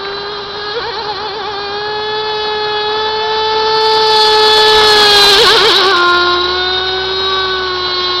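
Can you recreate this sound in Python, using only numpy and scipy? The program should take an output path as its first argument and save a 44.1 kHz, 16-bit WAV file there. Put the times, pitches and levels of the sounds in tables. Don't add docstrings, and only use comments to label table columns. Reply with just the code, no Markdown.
import sys
import numpy as np
from scipy import signal
from scipy.fft import rfft, irfft, next_fast_len
from scipy.io import wavfile
from scipy.ndimage import uniform_filter1d

SR = 44100
rng = np.random.default_rng(int(sys.argv[2]) if len(sys.argv) > 2 else 0)


def wav_out(sig):
    wavfile.write(sys.argv[1], SR, np.round(np.clip(np.atleast_2d(sig).T, -1, 1) * 32767).astype(np.int16))


N = 361619
TIME = np.arange(N) / SR


def from_db(db):
    return 10 ** (np.asarray(db) / 20)


def rms_one(x):
    return x / np.sqrt(np.mean(x ** 2) + 1e-20)


def in_time(rows):
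    times, *columns = np.transpose(rows)
    return [np.interp(TIME, times, column) for column in columns]


def at_hz(spectrum, hz):
    known_hz, db = np.transpose(spectrum)
    return np.interp(np.log(hz), np.log(known_hz), db)


def drift(rate_hz):
    pole = np.exp(-40 * np.pi * rate_hz / SR)
    noise = rng.standard_normal(N // 20 + 4002)
    slow = signal.lfilter([1], [1, -2 * pole, pole * pole], noise)[4000:]
    return np.interp(np.arange(N) / 20, np.arange(len(slow)), rms_one(slow))


def butter(x, hz, kind, order=2):
    return signal.sosfilt(signal.butter(order, hz, kind, fs=SR, output="sos"), x)


def coloured(x, spectrum):
    size = next_fast_len(N)
    hz = np.maximum(np.fft.rfftfreq(size, 1 / SR), 1)
    return rms_one(irfft(rfft(x, size) * from_db(at_hz(spectrum, hz)), size)[:N])


def revs(recover_s=.05, flywheel_s=0.016):
    # t/s, f/Hz
    cruise = [(0.0, 393.6), (0.24, 405.6), (0.52, 401.4), (0.65, 419.2), (0.82, 399.7), (1.68, 404.1),
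              (1.87, 422), (2.21, 430), (2.83, 421.4), (2.97, 432), (3.17, 434.3), (3.91, 438.6),
              (4.36, 430.7), (4.76, 432.3), (5.03, 418.7), (5.27, 401.7), (5.61, 385.2), (5.95, 351.4),
              (6.37, 353.7), (6.56, 363.5), (6.81, 372.6), (7.29, 382.8), (7.66, 371.2), (7.72, 365.3),
              (8.2, 361)]
    # peak t/s, flare/Hz, sag/Hz, time in air/s, time to bite/s
    skips = [(0.33, 18.6, 4.4, 0.055, 0.0446), (0.404, 12, 15, 0.03, 0.035),
             (0.471, 17.5, 14.5, 0.022, 0.057), (0.558, 16.3, 6.2, 0.044, 0.059),
             (0.787, 91, 42, 0.063, 0.024), (0.898, 87, 28, 0.071, 0.02), (1.01, 73, 4.6, 0.057, 0.02),
             (1.097, 31, 33, 0.066, 0.061), (1.264, 35, 25, 0.091, 0.0335), (1.37, 49, 36, 0.035, 0.067),
             (1.491, 31, 10.8, 0.054, 0.059), (1.628, 8.1, 5.67, 0.052, 0.052),
             (5.299, 18.6, 7.8, 0.0234, 0.032), (5.422, 102, 38.5, 0.048, 0.04),
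             (5.558, 85, 41, 0.066, 0.023), (5.676, 94, 45, 0.054, 0.042), (5.792, 35, 10.4, 0.058, 0.038),
             (5.906, 44, 2.1, 0.081, 0.04)]
    cruise_hz, = in_time(cruise)
    swings_hz = sum(np.interp(TIME - s, [-air_s, 0, bite_s, bite_s + recover_s], [0, peak_hz, -sag_hz, 0])
                    for s, peak_hz, sag_hz, air_s, bite_s in skips)
    flare_hz = uniform_filter1d(swings_hz, int(flywheel_s * SR))
    return cruise_hz + flare_hz, flare_hz


def crank(firing_hz, hunting=0.001224, jitter=0.003905):
    speed_hz = firing_hz * (1 + hunting * drift(17.85) + jitter * drift(200))
    return 2 * np.pi * np.cumsum(speed_hz) / SR


def exhaust(firing_hz, flare_hz, angle, mach=.057, rough_flare_hz=30, rough_span_s=.2):
    # f/Hz, gain/dB
    colour = [(340.0, -1), (480.0, 7), (700.0, -5), (850.0, 4), (1180.0, 5.0), (1190.0, 0.3), (1630.0, 4.5),
              (2000.0, -14.5), (2300.0, -4), (2610.0, -13), (2900.0, -5.5), (3300.0, 2), (3770.0, -3.5),
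              (3870.0, 7), (4590.0, -2.5), (4730.0, -13), (5090.0, -8), (5520.0, -27)]
    # t/s, relative level/dB
    loudness = [(0.0, -28), (0.3, -29.5), (0.45, -32.1), (0.75, -30.5), (1.7, -26.5), (2.5, -23.5),
                (3.2, -23), (3.6, -20.5), (4.15, -17.5), (4.8, -15.5), (5.3, -17), (5.5, -19), (5.8, -19.5),
                (6.1, -17.5), (6.5, -20.5), (6.85, -25.4), (7.1, -23.5), (7.4, -23), (7.7, -24.0),
                (8.2, -24.5)]
    # t/s, aim/degrees
    heading = [(0.0, 120.0), (0.5, 120), (1.0, 38), (1.7, 41), (2.0, 44.5), (3.0, 47.2), (3.9, 32),
               (4.4, 34), (4.9, 75), (5.2, 65.3), (5.5, 96), (5.9, 100.5), (6.2, 87.5), (6.6, 155),
               (6.95, 159), (7.4, 107), (7.7, 119), (8.2, 126)]
    # aim/degrees, 2nd/dB, 3rd/dB, 4th/dB, rasp 5-9/dB, whine 10-16/dB
    beam = [(0.0, 6, -7.5, -18.5, -18, 1.7), (44.6, -0.4, -7.5, -8, -3, -7.5),
            (92.2, -5.1, -1.5, -0.2, -5, -4), (136, -13.7, -5, -10.5, -10.5, -3.5),
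            (178, 9, -14, 3.5, -9.5, -5)]
    # t/s, gain/dB
    treble = [(0.0, -3.0), (0.6, 0.5), (1.7, -3), (2.1, -1.1), (3.7, -0.7), (4.15, 2.5), (4.75, 0.4),
              (5.2, 5), (5.7, 3.5), (5.97, -11), (6.3, -4.5), (6.75, 2), (7.4, -1), (7.6, -4.5), (8.0, 5),
              (8.2, 3.7)]
    loudness_db, aim, treble_db = in_time(loudness) + in_time(heading) + in_time(treble)
    degrees, *lobes = np.transpose(beam)
    second, third, fourth, rasp, whine = [np.interp(aim, degrees, lobe) for lobe in lobes]
    boom, growl = 0.0384 * flare_hz, -0.0272 * flare_hz
    treble_db -= 0.0019 * flare_hz
    orders_db = [boom, second + boom, third + growl, fourth + growl]
    orders_db += [rasp + treble_db] * 5 + [whine + treble_db] * 7
    on_board_hz = firing_hz * (1 - mach * np.cos(np.radians(aim)))
    rough = np.minimum(uniform_filter1d(np.abs(flare_hz), int(rough_span_s * SR)) / rough_flare_hz, 1)
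    out = np.zeros(N)
    for k, order_db in enumerate(orders_db, 1):
        flutter_db = (0.76 + 0.0918 * k + 2.0 * rough) * drift(21)
        if k > 2:
            flutter_db += 1.2 * drift(5)
        gain = from_db(loudness_db + order_db + at_hz(colour, k * on_board_hz) + flutter_db)
        out += gain * np.sin(k * angle + np.pi / 5 * k * k)
    return np.sqrt(2) * out * from_db(-0.25 * drift(150))


def wash(angle, puffing=0.34, splash_db=1.5, surge_db=1.42, rush_gain_db=-1.35, hiss_gain_db=-3.5):
    # t/s, relative rush level/dB, relative hiss level/dB
    levels = [(0.0, -27, -31.5), (0.5, -26, -28.5), (1.6, -27, -33), (3.1, -25.5, -27), (3.4, -25.5, -25),
              (4.5, -21.5, -16), (4.9, -16, -10.5), (5.5, -16.5, -8), (6.4, -24, -21.5), (8.2, -26, -24)]
    # f/Hz, relative level/dB
    rush_spectrum = [(60, -15), (180, -9.5), (330, -3), (480, -0.5), (700, -3.5), (850, 3), (1100, 1.5),
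                     (1400, -0.5), (1680, -2.5), (1900, -12), (2300, -18.5), (3000, -28.5)]
    # f/Hz, relative level/dB
    hiss_spectrum = [(1500, -32.5), (2100, -9), (2750, -8), (3100, -2), (3500, -0.5), (3900, 1), (4250, -1),
                     (4600, -8.5), (5100, -5.5), (5600, -5.5), (6200, -36)]
    rush_db, hiss_db = in_time(levels)
    splashes = rng.standard_normal(N) * from_db(splash_db * drift(130))
    puffs = rng.standard_normal(N) * (1 + puffing * np.cos(angle))
    rush = from_db(rush_db + rush_gain_db + surge_db * drift(18)) * coloured(splashes, rush_spectrum)
    hiss = from_db(hiss_db + hiss_gain_db + surge_db * drift(17)) * coloured(puffs, hiss_spectrum)
    return rush + hiss


def shore(engine, first_s=0.03, t60_s=0.98, low_cut_hz=1800):
    # t/s, relative level/dB
    levels = [(0, -7.5), (1.5, -10), (3, -12), (4.3, -12.5), (5.4, -13.5), (6, -3), (7, -15.5), (8.2, -12)]
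    echo_db, = in_time(levels)
    t = TIME[:SR]
    scatter = rng.standard_normal(SR) * from_db(-60 * t / t60_s) * (t > first_s)
    echo = signal.fftconvolve(engine * from_db(echo_db), scatter / np.linalg.norm(scatter))[:N]
    return butter(echo, low_cut_hz, "high", order=1)


def distant_motor(tones_hz=(75, 135.2), waver=0.034, upper_db=-47, rumble_db=-44, rumble_hz=(100, 260)):
    # t/s, level/dB
    levels = [(0, -49.5), (4.5, -43), (5.9, -46), (6.2, -37), (7.2, -37), (8.2, -40.5)]
    low_db, = in_time(levels)
    low, upper = [np.sin(2 * np.pi * np.cumsum(hz * (1 + waver * drift(12))) / SR) for hz in tones_hz]
    tones = from_db(low_db + drift(5)) * low + from_db(upper_db + 2 * drift(3)) * upper
    rumble = rms_one(butter(rng.standard_normal(N), rumble_hz, "band"))
    return np.sqrt(2) * tones + from_db(rumble_db) * rumble


def ticks(width_s=0.004, band_hz=(1000, 2700)):
    # t/s, level/dB
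    peaks = [(.053, -25), (.087, -29), (.130, -29)]
    bursts = sum(from_db(db) * np.exp(-.5 * ((TIME - s) / width_s) ** 2) for s, db in peaks)
    return bursts * rms_one(butter(rng.standard_normal(N), band_hz, "band", order=4))


def hoots(octave_db=-9):
    # middle t/s, length/s, start f/Hz, end f/Hz, level/dB
    notes = [(3.253, 0.13, 654, 724, -26), (4.594, 0.1, 573, 636, -23)]
    out = np.zeros(N)
    for s, length_s, start_hz, end_hz, db in notes:
        along = np.clip((TIME - s) / length_s + .5, 0, 1)
        pitch_hz = start_hz + (end_hz - start_hz) * np.sin(along * np.pi / 2)
        phase = 2 * np.pi * np.cumsum(pitch_hz) / SR
        tone = np.sin(phase) + from_db(octave_db) * np.sin(2 * phase)
        out += from_db(db) * np.sin(np.pi * along) * tone
    return out


def buffet(band_hz=(14, 110), lumpy_db=3):
    # t/s, level/dB
    levels = [(0, -47), (4.3, -52), (4.7, -37), (5.55, -27.5), (5.9, -59.5), (8.2, -57)]
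    level_db, = in_time(levels)
    air = butter(rng.standard_normal(N), band_hz, "band") * from_db(lumpy_db * drift(5.2))
    return from_db(level_db) * rms_one(air)


def scene():
    firing_hz, flare_hz = revs()
    angle = crank(firing_hz)
    engine = exhaust(firing_hz, flare_hz, angle)
    return (engine + shore(engine) + wash(angle) + buffet() + distant_motor() + ticks() + hoots())[None]


def record(dry, recorder_hz=11025, band_hz=5600, ceiling=.75, knee=30.0, splatter_db=-3.0, top_hz=15900):
    hop = round(SR / recorder_hz)
    narrow = signal.fftconvolve(dry[0], signal.firwin(201, band_hz, fs=SR), "same")
    sampled = hop * narrow * (np.arange(N) % hop == 0)
    smooth = signal.fftconvolve(sampled, signal.firwin(121, band_hz, window="blackman", fs=SR), "same")
    clipped = smooth / (1 + np.abs(smooth / ceiling) ** knee) ** (1 / knee)
    body = signal.sosfiltfilt(signal.butter(6, 6500, fs=SR, output="sos"), clipped)
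    splatter = from_db(splatter_db) * (clipped - body)
    return signal.sosfiltfilt(signal.ellip(8, .05, 60, top_hz, fs=SR, output="sos"), body + splatter)[None]


dry = scene()
out = record(dry)
wav_out(out)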